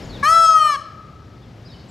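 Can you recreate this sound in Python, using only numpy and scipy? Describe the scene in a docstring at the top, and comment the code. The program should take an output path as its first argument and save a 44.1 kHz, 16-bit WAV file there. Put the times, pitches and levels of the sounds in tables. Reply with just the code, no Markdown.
"""A low gust, hissy open air and quick chirps of small distant birds come first; then a peacock honks once, loudly.
The honk is a reedy tone that swoops up and sags: a sum of harmonics sliding through the resonances of the windpipe.
Delayed copies beat against the falling note, and decaying noise bands make a diffuse tail in the trees.
The chirps are gliding sines; the air is filtered noise with a faint wavering hum, and more chirps follow the call."""
import sys
import numpy as np
from scipy import signal
from scipy.fft import rfft, irfft, next_fast_len
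from scipy.io import wavfile
from scipy.ndimage import uniform_filter1d

SR = 44100
rng = np.random.default_rng(int(sys.argv[2]) if len(sys.argv) > 2 else 0)


def put_to_file(sound):
    """Save the sound as 16-bit audio at rate SR, in the file named by the first command-line argument."""
    columns = np.atleast_2d(sound).T  # one column per channel
    safe = np.clip(columns, -1, 1)
    whole_steps = np.round(safe * 32767)
    wavfile.write(sys.argv[1], SR, whole_steps.astype(np.int16))


N = 83790

# spectrum of the open air, before scaling to AIR_DB: frequency_hz, relative_density_db
AIR_SPECTRUM = [(25,-28), (50,-4.5), (80,-0.5), (125,1), (172,-3), (354,-11.5), (620,-17), (1090,-23.5),
                (1500,-25.5), (2850,-30), (5000,-32.5), (6800,-40.5), (9000,-49.5), (12000,-52),
                (15000,-55)]
# changes of the air's level: time_s, rumble_db, hiss_db
AIR_CHANGES = [(0, 1, 13.5), (.1, 10, 9), (.21, 8.5, 11.5), (.28, 2, 1.5), (.5, -3.5, -2), (.9, -2.5, 1),
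               (1.2, 0.5, -0.5), (1.5, 0, 0.5), (1.7, 1.5, 2.5), (1.89, 2, 2.5)]
# stereo balance of the background: frequency_hz, left_minus_right_db
AIR_BALANCE = [(60, 0.5), (170, 0.7), (400, 5), (2000, 7), (8000, 0)]
# whistles of small distant birds: start_s, length_s, start_hz, middle_hz, end_hz, level_db
CHIRP_ARCS = [(0.016, 0.035, 5500, 5230, 5020, -48.5), (0.038, 0.029, 7000, 7070, 7000, -49),
              (0.089, 0.039, 4700, 4330, 4100, -41.5), (.118, 0.065, 4150, 3720, 3130, -39.5),
              (1.416, .045, 3050, 3470, 2900, -56.5), (1.645, 0.045, 4800, 5010, 5300, -47),
              (1.662, 0.084, 4500, 3840, 3700, -50.5), (1.694, 0.03, 4800, 5300, 4900, -51.5),
              (1.713, 0.037, 3900, 4600, 4230, -47.5), (1.73, 0.039, 3050, 3150, 2900, -49),
              (1.787, 0.037, 3800, 4310, 4500, -53), (1.883, 0.026, 7560, 7440, 7450, -53)]
# diffuse tail from the trees: frequency_hz, level_db, t60_s
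TREE_TAIL = [(587, -5, 0.88), (1110, -22.5, 1.08), (1436, -15.5, 1.49), (1700, -15.5, 0.86),
             (3030, -15, 0.75), (4640, -13, 0.64), (8800, -11, 0.32), (14000, -7, 0.16)]
# pitch of the honk: time_s, pitch_hz
HONK_PITCH = [(0.226, 572), (0.238, 553), (0.26, 601.7), (0.28, 629), (0.305, 650.2), (0.345, 662.3),
              (0.39, 661.7), (0.43, 658.6), (0.47, 648.9), (0.52, 643.3), (0.57, 632.9), (0.62, 619.2),
              (0.66, 609.5), (0.7, 593.8), (0.732, 574), (0.752, 555), (0.77, 527)]
# strength of the voice before the throat: time_s, fundamental_db, second_harmonic_db, low_overtones_db,
# high_overtones_db, treble_db, upward_shift_of_resonances_percent
VOICE_STRENGTH = [(.232,-3.5,1.5,0,-11,-13,-0.21), (.25,-5,-3.5,-5,-15,-5,0.63),
                  (.275,-3.5,-4,-3,-4.5,-9,0.23), (.305,-7,-4.5,5,-11.5,5,1.2),
                  (.345,-4,-3,0.5,-0.5,-6.5,0.1), (.41,-8,-7,-7,-3.5,-1.5,0.87),
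                  (.46,-2,-2.5,-10.5,-2,-1.5,0.44), (.495,-20,-6,-16,-6,-6,0.43),
                  (.54,-12,-2,-3,-9.5,-9.5,-0.93), (.6,-9,-5.5,-10.5,-9,-11,0.11),
                  (.66,-7.5,-4.5,-9,-14.5,-3,0.28), (.7,-7.5,-5,-13.5,-12,-10,1.62),
                  (.74,-14.5,-5,-10.5,-6,-14.5,1.1), (.765,-2.5,-7.5,-9,-2,-23,-1.4)]
# the voice starts harsh, clears, and frays again: time_s, phase_jitter_rad, rasp_db
VOICE_ROUGHNESS = [(.23,0.069,-7), (.27,0.044,-7), (.31,0.034,-30), (.40,0.011,-36), (.50,0.019,-31),
                   (.60,0.0096,-36), (.70,0.0089,-17), (.76,0.02,-24)]
# resonances of windpipe and beak: frequency_hz, width_hz, level_db
THROAT_RESONANCES = [(669.6,80,-21.5), (1286,259,-5), (1730,283,-17.5), (2330,245,-20.5), (3044,190,-15),
                     (4150,594,-16.5), (5150,295,-9.5), (6372,310,-27), (7100,940,-39), (8157,570,-32),
                     (9340,640,-39), (10520,310,-38.5), (11310,470,-44.5), (12600,440,-46.5),
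                     (13850,890,-57), (15000,440,-58)]
# hollows between the resonances: frequency_hz, width_hz, depth_db
THROAT_HOLLOWS = [(1931,38,13), (3795,251,20), (4900,585,25)]
# distinct echoes, before their colour: delay_s, level_db
ECHO_DELAYS = [(.04159, -9.7), (.10165, -21.7), (.13633, -28)]
# colour of the echoes: frequency_hz, gain_db
ECHO_SPECTRUM = [(600, -21.5), (1350, 2.5), (1700, -11), (5000, -23), (12000, -24)]
# stereo balance of the peacock: frequency_hz, left_minus_right_db
CALL_BALANCE = [(650, 2), (1280, 5), (2300, 2), (4400, 1), (8000, 0.7), (14000, -3)]

AIR_DB = -42.5   # rms, before AIR_CHANGES
RUMBLE_TOP_HZ, AIR_WIDTH = 380, 0.12   # width: side noise relative to mid
GUST_END_S, GUST_FADE_S, GUST_HZ, GUST_DB = 0.28, 0.06, 49, -43   # low gust, fading as the call begins
HUM_HZ, HUM_DB, HUM_WAVER_RAD, HUM_WAVER_HZ = 120, -50.5, 0.67, 5.6
CHIRP_WAVER, CHIRP_WAVER_HZ = 0.031, 148   # spread as a fraction of pitch, and its rate
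CHIRP_WET_DB = 9   # gain of the chirps sent through the trees
TAIL_BUILD_S, TAIL_WIDTH = 0.052, 0.21
CALL_START_S, ATTACK_S, CALL_END_S, RELEASE_S = 0.2268, 0.0093, 0.767, 0.0087
HARMONICS = 27
LOW_OVERTONES_HZ = 2310   # top of the low overtones
OVERTONES_HZ, TREBLE_HZ = 2900, 9500   # where the levels of the high overtones and the treble apply
JITTER_HZ, FLUTTER_HZ = 99, 15   # rates of the random wander in phase and level
FLUTTER_DB, TREBLE_FLUTTER_DB = 2, 1   # spread of overtone level, and the extra spread in the treble
RASP_HZ = 5950   # the rasp thins out below this
STOPBAND_HZ, STOPBAND_DB = 15900, 70

TIME = np.arange(N) / SR
SIZE = next_fast_len(2 * N)   # padded so that filtered sounds do not wrap round
FREQS = np.maximum(np.arange(SIZE // 2 + 1) * SR / SIZE, 1)


def from_db(db):
    """The decibel is logarithmic: 20 dB is a factor of ten in amplitude."""
    return 10 ** (np.asarray(db) / 20)


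def rms_one(x):
    """Normalization: dividing by the root mean square gives unit rms."""
    return x / np.sqrt(np.mean(x ** 2) + 1e-20)


def in_time(rows, t=TIME):
    """Linear interpolation: each column of a curve, joined by straight lines in time."""
    s, *columns = np.transpose(rows)
    return [np.interp(t, s, c) for c in columns]


def at_hz(rows, hz):
    """Logarithmic frequency axis: equal musical intervals take equal lengths."""
    rows = np.array(rows)
    return np.interp(np.log(hz), np.log(rows[:, 0]), rows[:, 1])


def colour(x, gain):
    """Linear filtering: the spectrum is multiplied by a gain given at FREQS."""
    return irfft(rfft(x, SIZE) * gain, SIZE)[..., :N]


def drift(rate_hz):
    """Low-pass filtered noise: a smooth random wander of unit rms."""
    return rms_one(colour(rng.standard_normal(N), 1 / (1 + (FREQS / rate_hz) ** 2)))


def panned(x, balance):
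    """Interaural level difference: each frequency is shared between left and right."""
    left_right = np.array([[0.5], [-0.5]])
    return colour(x, from_db(at_hz(balance, FREQS) * left_right))


def wide_noise(width):
    """Mid and side noise: a small side part leaves the two channels mostly alike."""
    mid, side = rng.standard_normal((2, N))
    return mid + width * side * np.array([[1], [-1]])


def bell(hz, centre, width):
    """Lorentzian resonance curve: one at the centre, one half at half a width to either side."""
    return 1 / (1 + (2 * (hz - centre) / width) ** 2)


def gust():
    """Resonant band of noise: a deep rush, steady at first and then faded out."""
    rush = rms_one(colour(wide_noise(AIR_WIDTH), bell(FREQS, GUST_HZ, GUST_HZ / 2)))
    fade = np.clip((GUST_END_S - TIME) / GUST_FADE_S, 0, 1)
    return from_db(GUST_DB) * rush * fade


def hum():
    """Phase modulation: a steady sine wavers as its phase wanders."""
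    phase = 2 * np.pi * HUM_HZ * TIME + HUM_WAVER_RAD * drift(HUM_WAVER_HZ)
    return from_db(HUM_DB) * np.sin(phase)


def background():
    """Spectral shaping of noise: open air is split into rumble and hiss, joined by gust and hum."""
    shaped = colour(wide_noise(AIR_WIDTH), from_db(at_hz(AIR_SPECTRUM, FREQS)))
    air = from_db(AIR_DB) * rms_one(shaped)
    rumble = colour(air, 1 / (1 + (FREQS / RUMBLE_TOP_HZ) ** 2))
    hiss = air - rumble
    rumble_db, hiss_db = in_time(AIR_CHANGES)
    moving_air = from_db(rumble_db) * rumble + from_db(hiss_db) * hiss
    return panned(moving_air + gust() + hum(), AIR_BALANCE)


def small_birds():
    """Frequency modulation: short wavering whistles, each an arc through three pitches."""
    chirps = np.zeros(N)
    waver = 1 + CHIRP_WAVER * drift(CHIRP_WAVER_HZ)
    for start, length, first_hz, middle_hz, last_hz, db in CHIRP_ARCS:
        progress = np.clip((TIME - start) / length, 0, 1)
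        parabola = np.polyfit([0, 0.5, 1], [first_hz, middle_hz, last_hz], 2)
        hz = np.polyval(parabola, progress) * waver
        swell = np.sin(np.pi * progress)
        chirps += from_db(db) * swell * np.sin(2 * np.pi * np.cumsum(hz) / SR)
    return chirps


def trees():
    """Scattering by foliage: the response builds up, then each band decays at its own rate."""
    noise, response = wide_noise(TAIL_WIDTH), 0
    centres = np.log([row[0] for row in TREE_TAIL])
    # each share is a triangle on the log-frequency axis; the outermost ones stay flat to the edge
    for share, (hz, db, t60) in zip(np.eye(len(TREE_TAIL)), TREE_TAIL):
        build_up = np.minimum(TIME / TAIL_BUILD_S, 1)
        envelope = from_db(-60 * TIME / t60) * build_up
        band = colour(noise, np.interp(np.log(FREQS), centres, share))
        unit_energy = envelope / np.sqrt(np.sum(envelope ** 2))
        response = response + from_db(db) * band * unit_energy
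    return rfft(response, SIZE)


def throat_db(hz):
    """Formants: resonances of windpipe and beak add in power, and hollows cut between them."""
    peaks = sum((from_db(db) * bell(hz, centre, width)) ** 2 for centre, width, db in THROAT_RESONANCES)
    hollows = sum(depth * bell(hz, centre, width) for centre, width, depth in THROAT_HOLLOWS)
    return 10 * np.log10(peaks) - hollows


def throat_lag(hz):
    """Phase lag of resonance: each one adds half a turn between far below and far above it."""
    return sum(np.arctan(2 * (hz - centre) / width) for centre, width, db in THROAT_RESONANCES)


def throat_rasp(phase, pitch):
    """Amplitude-modulated turbulence: noise pulses on every cycle and is shaped by the throat."""
    puffs = rng.standard_normal(N) * (1 + np.cos(phase))
    high_pass = FREQS ** 2 / (FREQS ** 2 + RASP_HZ ** 2)
    return colour(puffs, from_db(throat_db(FREQS)) * high_pass) * np.sqrt(SR / pitch)


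def honk():
    """Source and filter: harmonics of one jittering pitch and a rasp, shaped by the throat."""
    pitch = uniform_filter1d(in_time(HONK_PITCH)[0], size=530)   # rounds the corners over 12 ms
    jitter, rasp_db = in_time(VOICE_ROUGHNESS)
    phase = 2 * np.pi * np.cumsum(pitch) / SR + jitter * drift(JITTER_HZ)
    attack = np.clip((TIME - CALL_START_S) / ATTACK_S, 0, 1)
    release = np.clip((CALL_END_S - TIME) / RELEASE_S, 0, 1)
    gate = attack * release
    on = gate > 0
    first_db, second_db, low_db, high_db, treble_db, shift = in_time(VOICE_STRENGTH, TIME[on])
    stretch = 1 + shift / 100
    voice = np.zeros(N)
    for k in range(1, HARMONICS + 1):
        hz = k * pitch[on]
        low = np.interp(hz, [LOW_OVERTONES_HZ, OVERTONES_HZ], [1, 0])
        treble = np.interp(hz, [OVERTONES_HZ, TREBLE_HZ], [0, 1])
        flutter_db = (FLUTTER_DB + TREBLE_FLUTTER_DB * treble) * drift(FLUTTER_HZ)[on]
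        if k == 1:
            db = first_db
        elif k == 2:
            db = second_db
        else:   # only these overtones flutter
            db = low * low_db + (1 - low - treble) * high_db + treble * treble_db + flutter_db
        # reading the throat at hz / stretch moves its resonances up by the shift
        gain = from_db(db + throat_db(hz / stretch))
        voice[on] += gain * np.cos(k * phase[on] - throat_lag(hz.mean()))
    voice[on] += from_db(treble_db + rasp_db[on]) * throat_rasp(phase, pitch)[on]
    return voice * gate


def echoes(x):
    """Reflection: a few late copies of the sound, coloured alike."""
    # a delay turns the phase in proportion to frequency
    delays = sum(from_db(db) * np.exp(-2j * np.pi * FREQS * s) for s, db in ECHO_DELAYS)
    return colour(x, delays * from_db(at_hz(ECHO_SPECTRUM, FREQS)))


def scene():
    """Superposition: the peacock near by, small birds deep among the trees, open air around."""
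    call, chirps, foliage = honk(), small_birds(), trees()
    peacock = panned(call + echoes(call) + colour(call, foliage), CALL_BALANCE)
    distant_birds = chirps + from_db(CHIRP_WET_DB) * colour(chirps, foliage)
    return peacock + distant_birds + background()


def record(dry):
    """Band limitation: a steep low-pass removes the top of the spectrum."""
    low_pass = signal.cheby2(16, STOPBAND_DB, STOPBAND_HZ, fs=SR, output="sos")
    return signal.sosfilt(low_pass, dry)


dry = scene()
out = record(dry)
put_to_file(out)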